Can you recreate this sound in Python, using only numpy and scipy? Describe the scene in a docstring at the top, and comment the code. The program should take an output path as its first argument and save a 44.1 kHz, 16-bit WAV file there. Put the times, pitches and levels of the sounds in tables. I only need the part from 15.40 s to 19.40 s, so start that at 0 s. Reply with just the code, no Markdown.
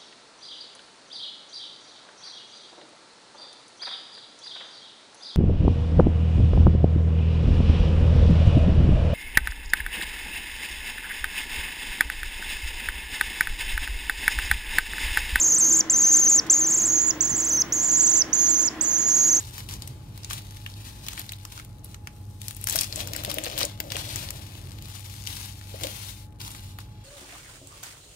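"""A swift chick on a wooden floor gives seven shrill begging trills, close to a pair of microphones.
Each trill is a whistled chain of notes that swell and sag around 6.5 kHz; pushed high, the voice breaks
and rasps. The chick turns its head as it calls, and a claw ticks once on the floor.
Behind it: a small room, a humming fan, faint hiss, a thin electrical whine over a drone, one dull thud."""
import sys
import numpy as np
from scipy import signal
from scipy.fft import rfft, irfft, next_fast_len
from scipy.io import wavfile
from scipy.ndimage import uniform_filter1d, map_coordinates

SR = 44100
rng = np.random.default_rng(int(sys.argv[2]) if len(sys.argv) > 2 else 0)


def log_audio(samples):
    """Write samples as a 16-bit WAV file to the path given in sys.argv[1]."""
    # one column per channel
    frames = np.atleast_2d(samples).T
    # limit to full scale, then quantise
    limited = np.clip(frames, -1, 1)
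    pcm = np.round(limited * 32767).astype(np.int16)
    wavfile.write(sys.argv[1], SR, pcm)


N = 176400

# The bright colour of the hiss and the claw tick. Each row: frequency in Hz, relative level in dB.
AIR_SPECTRUM = [(2500, -14), (4300, 0), (13000, -11), (15000, -22)]


def amp(db):
    return 10 ** (np.asarray(db) / 20)


def unit(x):
    return x / np.sqrt(np.mean(np.abs(x) ** 2) + 1e-20)


def along(points, hz):
    """Read (Hz, value) points along a log frequency axis."""
    f, v = np.transpose(points)
    return np.interp(np.log(hz + 1), np.log(f + 1), v)


def automation(points):
    """Join (seconds, value) points into one value per sample."""
    return np.interp(np.arange(N) / SR, *np.transpose(points))


def wobble(rate):
    """A smooth random curve, rate knots a second."""
    knots = rng.standard_normal(int(N * rate / SR) + 4)
    return unit(map_coordinates(knots, [np.arange(N) * rate / SR]))


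def filtered(x, response):
    """Equalise x by a gain that is a function of Hz."""
    m = next_fast_len(N + SR // 2)
    return irfft(rfft(x, m) * response(np.fft.rfftfreq(m, 1 / SR)), m)[..., :N]


def noise(spectrum, channels=1):
    """Coloured noise of rms 1."""
    return unit(filtered(rng.standard_normal((channels, N)), lambda hz: amp(along(spectrum, hz))))


def hiss(level_db=-52.5):
    """A faint, wide bed of air."""
    return amp(level_db) * noise(AIR_SPECTRUM, channels=2)


def fan(rush_db=-37.8, hum_db=-54, hum_hz=1046):
    """A fan's rush, wider in the treble, with one slightly wavering hum line."""
    # The colour of the rush. Each row: frequency in Hz, relative level in dB.
    spectrum = [(25, -14.5), (55, -12), (120, -8), (285, -4.5), (320, 6.5), (365, -9), (1000, -14),
                (1900, -12), (2600, -19.5), (3500, -20), (6000, -61)]
    # Its stereo image. Each row: frequency in Hz, left-right likeness (1 is mono).
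    likeness = [(60, .65), (300, .97), (1200, .78), (2500, .15)]

    def mid_side_gains(hz):
        width = np.arccos(np.clip(along(likeness, hz), -1, 1)) / 2
        return np.array([np.cos(width), np.sin(width)])

    mid, side = filtered(noise(spectrum, channels=2), mid_side_gains)
    rush = unit(np.array([mid + side, mid - side]))
    hum = np.sqrt(2) * np.sin(2 * np.pi * hum_hz * np.arange(N) / SR + .5 * wobble(10))
    return amp(rush_db) * rush + amp(hum_db) * hum


def electrical_whine(whine_hz=15625, drone_hz=63.5, drone_db=-48):
    """A thin whine swells and fades, and a low drone of two partials swells with it."""
    # The whine's swell. Each row: time in seconds, level in dB.
    swell = [(1.1, -68), (1.85, -52), (2.9, -67)]
    t = np.arange(N) / SR
    level = amp(automation(swell))
    whine = level * np.sin(2 * np.pi * whine_hz * t)
    drone = sum(np.sin(2 * np.pi * k * drone_hz * t + .5 * wobble(3.7)) for k in (1, 2))
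    return np.sqrt(2) * (whine + amp(drone_db) * np.sqrt(level / level.max()) * drone)


def thud(half_width_s=.022, rolloff_hz=170):
    """A soft, dull bump: a brief swell of low noise."""
    # The bump. Each row: time of its peak in seconds, level in dB.
    bumps = [(1.936, -34)]
    t = np.arange(N) / SR
    rumble = filtered(rng.standard_normal(N), lambda hz: np.sqrt(hz) * np.exp(-(hz / rolloff_hz)**2 / 2))
    return unit(rumble) * sum(amp(db) * np.exp(-((t - s) / half_width_s) ** 2) for s, db in bumps)


def claw_tick(at_s=1.066, level_db=-36, decay_s=.0068):
    """A tiny dry tick on the floor as the chick shifts its feet."""
    age = np.arange(N) / SR - at_s
    return amp(level_db) * noise(AIR_SPECTRUM, channels=2) * (age >= 0) * np.exp(-np.abs(age) / decay_s)


def room(x, level_db=-21, t60_s=.22):
    """A small room's short diffuse tail, different at each microphone."""
    t = np.arange(SR // 2) / SR
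    tail = rng.standard_normal((2, len(t))) * amp(-60 * t / t60_s) * (t > .004)
    return amp(level_db) * signal.fftconvolve(x[None], tail / np.linalg.norm(tail[0]), axes=1)[:, :N]


def head_turn(x, centre_lead_us=15, lead_us_per_db=8):
    """The call gets louder and earlier at the microphone that the beak turns toward."""
    # Where the beak points. Each row: time in seconds, left minus right level in dB.
    beak = [(.27, -1.3), (.42, 0), (1.24, .3), (1.7, -7.8), (2.17, -2.6), (2.68, -6.8), (3.52, -8),
            (3.82, -4.6)]
    pan_db = automation(beak)
    left_lead = (centre_lead_us + lead_us_per_db * pan_db) * SR / 1e6
    pair = [amp(side * pan_db / 2) * map_coordinates(x, [np.arange(N) + side * left_lead / 2], order=5)
            for side in (1, -1)]
    return np.array(pair) / np.sqrt((amp(pan_db) ** 2 + amp(-pan_db) ** 2) / 2)


def phrasing():
    """Pitch, loudness, flutter and brightness: a trill flicks up, rides its notes and drops away."""
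    # The trills. Each row: start in seconds, end in seconds, trim of overtone and rasp in dB.
    trills = [(-.03, .413, -.5), (.497, 1.002, -1.5), (1.098, 1.714, -1), (1.806, 2.225, 1),
              (2.322, 2.826, 1.5), (2.929, 3.291, 2), (3.409, 4.03, 2)]
    # Their notes. Each row: crest time in seconds, crest pitch in Hz, pitch of the sag after it in Hz,
    # level before accents in dB.
    notes = [(0.004, 6870, 6370, -19), (0.037, 7290, 6380, -19), (0.083, 6910, 6350, -20),
             (0.115, 6970, 6200, -16), (0.152, 7150, 6030, -20), (0.191, 8300, 6330, -17),
             (0.25, 6590, 6490, -18.5), (0.301, 6970, 6270, -18), (0.329, 7180, 6420, -19),
             (0.372, 7450, 6660, -18.5), (0.397, 7310, 7040, -16.5), (0.513, 7760, 6070, -20),
             (0.583, 7090, 6380, -18.5), (0.621, 7090, 6070, -16.5), (0.674, 6643, 6320, -18.5),
             (0.731, 6990, 6180, -13.5), (0.771, 7310, 6350, -18), (0.806, 7010, 6220, -18.5),
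             (0.851, 6780, 5990, -17), (0.897, 7220, 6510, -16), (0.968, 7180, 6150, -17.5),
             (1.118, 7515, 6420, -16.5), (1.16, 6960, 6520, -21.5), (1.199, 7230, 6320, -20.5),
             (1.235, 6650, 5950, -21), (1.273, 7115, 6520, -22), (1.313, 7350, 6290, -19.5),
             (1.35, 7400, 6410, -21.5), (1.382, 7340, 6415, -20.0), (1.423, 7056, 6203, -19.5),
             (1.461, 7580, 6480, -20), (1.544, 6830, 6420, -17.5), (1.622, 6930, 6640, -19.5),
             (1.681, 7220, 6790, -16.5), (1.823, 7554, 6190, -19.5), (1.852, 7110, 6285, -22),
             (1.897, 7160, 6215, -23.5), (1.976, 7660, 6665, -22), (2.007, 7210, 6190, -22.5),
             (2.052, 7390, 6140, -23.5), (2.093, 7310, 5905, -22), (2.129, 6635, 6070, -20),
             (2.169, 6540, 5674, -23), (2.206, 6350, 6790, -19.5), (2.338, 7030, 6396, -22.5),
             (2.447, 7300, 6675, -20), (2.481, 7290, 6340, -19.5), (2.519, 7127, 6540, -17.5),
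             (2.587, 7333, 6500, -15.5), (2.625, 7640, 6560, -15.5), (2.667, 7140, 6150, -15),
             (2.702, 7530, 6150, -16.5), (2.746, 7150, 6316, -14), (2.779, 7390, 6194, -15.5),
             (2.948, 7170, 6220, -17.5), (2.984, 6845, 6354, -16.5), (3.024, 6776, 6347, -16.5),
             (3.107, 7280, 6330, -16), (3.14, 6810, 6160, -16.5), (3.181, 6700, 6400, -17.5),
             (3.217, 6996, 6136, -18), (3.265, 7360, 5940, -19), (3.429, 8090, 6304, -19.5),
             (3.486, 6950, 6380, -19.5), (3.543, 6660, 6160, -18.5), (3.588, 6910, 6460, -20.5),
             (3.684, 6900, 6340, -16.5), (3.754, 6740, 6550, -17.5), (3.88, 6760, 6115, -17),
             (3.916, 6830, 6114, -16.5), (3.956, 7000, 6170, -17.5), (3.998, 7180, 6780, -29)]
    notes = np.array(notes)
    start_hz, rise_s, end_hz, fall_s = 5500., .009, 3736, .0045
    attack_s, release_s, accent_db, accent_s = .0026, .0038, 7, .011
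    clear_hz, clear_span_hz = 5603, 914  # clear when low, more flutter as it rises
    t = np.arange(N) / SR
    pitch = np.full(N, start_hz)
    loud, flutter, bright_db = np.zeros((3, N))
    for start, end, trim_db in trills:
        crest_s, crest_hz, sag_hz, db = notes[(notes[:, 0] > start) & (notes[:, 0] < end)].T
        on = (t >= start) & (t < end)
        age, remaining = t[on] - start, end - t[on]
        sag_s = (crest_s + np.append(crest_s[1:], end)) / 2
        knots = np.column_stack([crest_s, sag_s]).ravel()
        note = np.interp(t[on], knots, np.arange(len(knots))) / 2  # whole at crests, half at sags
        height = 1 - np.abs(np.sin(np.pi * note)) ** 1.3
        low = sag_hz[note.astype(int)]
        high = crest_hz[np.minimum(np.round(note).astype(int), len(crest_s) - 1)]
        hz = low + height * (high - low)
        rise = np.minimum(1, (1 - np.exp(-age / rise_s)) / (1 - np.exp(-(crest_s[0] - start) / rise_s)))
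        hz = start_hz + (hz - start_hz) * rise
        pitch[on] = hz + (end_hz - hz) * np.exp(-remaining / fall_s)
        gate = np.minimum(1, age / attack_s) * np.minimum(1, remaining / release_s) ** 2
        accent = np.exp(-(age / accent_s) ** 2)
        last_push = np.exp(-(remaining / accent_s) ** 2) / 2
        loud[on] = gate * amp(np.interp(t[on], sag_s, db) + accent_db * (accent + last_push))
        flutter[on] = (1 - accent) * (1 - np.exp(-(remaining / .019) ** 2))
        bright_db[on] = trim_db
    return pitch, loud, flutter * np.clip((pitch - clear_hz) / clear_span_hz, 0, 1), bright_db


def register_breaks(strain, base_rate_hz=95):
    """Irregular breaks, faster under strain: a saw that jumps up and slides back, a pulse at each jump."""
    gap_draw, size_draw = rng.standard_normal((2000, 2)).T
    marks = np.cumsum(np.exp(.5 * gap_draw))
    count = np.interp(np.cumsum(base_rate_hz * (1 + strain)) / SR, marks, np.arange(len(marks)))
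    cycle = count % 1
    size = 1 + .5 * np.tanh(size_draw[count.astype(int)])
    saw = uniform_filter1d(size * (2 * (1 - cycle) ** 2 - 2 / 3), size=SR // 1300)
    pulse = np.exp(-(np.minimum(cycle, 1 - cycle) / .3) ** 2)
    return saw, pulse


def rasp(roughness, pulse, gain_db=-25.5):
    """Each break of a rough voice spits a puff of noise."""
    # The rasp's body and its airy top. Each row: frequency in Hz, relative level in dB.
    body = [(3400, -25), (4900, 3.5), (7500, 0), (9000, -44)]
    top = [(2000, 9.5), (10000, 21), (13300, 12.5), (14800, -11), (16000, -26)]
    puffs = unit(np.sqrt(np.abs(roughness)) * (.5 + 2 * pulse))
    return amp(gain_db) * puffs * (noise(body)[0] + noise(top)[0])


def overtone(phase, gain_db=-23, resonance_hz=13000, half_width_hz=900):
    """The whistle's weak octave, carried by a high resonance."""
    resonance = lambda hz: 1 / (1 + ((hz - resonance_hz) / half_width_hz) ** 2)
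    return amp(gain_db) * filtered(np.sin(2 * phase), resonance)


def chick():
    """A shrill whistle with a weak octave; strain makes it break, flutter and rasp."""
    strain_hz, span_hz, flutter_hz = 6742, 709, 780  # the voice strains above strain_hz
    steady_hz, ceiling_hz = 5930, 8365  # the pitch jumps only between these
    jump_hz, dip_depth, jump_accent_db = 640, 1.1, 2
    pitch, loud, flutter, bright_db = phrasing()
    strain = np.clip((pitch - strain_hz) / span_hz, 0, 1)
    roughness = .1967 * flutter + .125 * strain
    broken = np.clip(2.8 * roughness, 0, 1) * np.clip((pitch - steady_hz) / span_hz, 0, 1)
    saw, pulse = register_breaks(strain)
    headroom = np.clip((ceiling_hz - pitch) / (2 * jump_hz), 0, 1)
    phase = 2 * np.pi * np.cumsum(pitch + jump_hz * broken * saw * headroom) / SR
    shake = unit(filtered(rng.standard_normal((2, N)), lambda hz: (1 + (hz / flutter_hz)**2 / 2) ** -2))
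    level_shake, phase_shake = roughness * unit(.5 + pulse) * shake
    dips = 1 + dip_depth * broken * (pulse.mean() - pulse)  # the level ducks at each jump
    swell = dips * amp(jump_accent_db * broken * saw)
    whistle = np.sqrt(2) * ((swell + level_shake) * np.sin(phase) + phase_shake * np.cos(phase))
    edge = np.sqrt(2) * overtone(phase + 2 * phase_shake) + rasp(roughness, pulse)
    return loud * amp(wobble(130)) * (whistle + amp(bright_db) * edge)


def scene():
    """The chick up front, its room and the background behind it."""
    voice = chick()
    return head_turn(voice) + room(voice) + fan() + electrical_whine() + hiss() + thud() + claw_tick()


def record(dry, top_hz=16400):
    """Microphone colour and band limit."""
    # The microphones' treble notch. Each row: frequency in Hz, gain in dB.
    notch = [(7500, 0), (8700, -5), (10500, 0)]
    return filtered(dry, lambda hz: amp(along(notch, hz)) * (hz < top_hz))


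dry = scene()
out = record(dry)
log_audio(out)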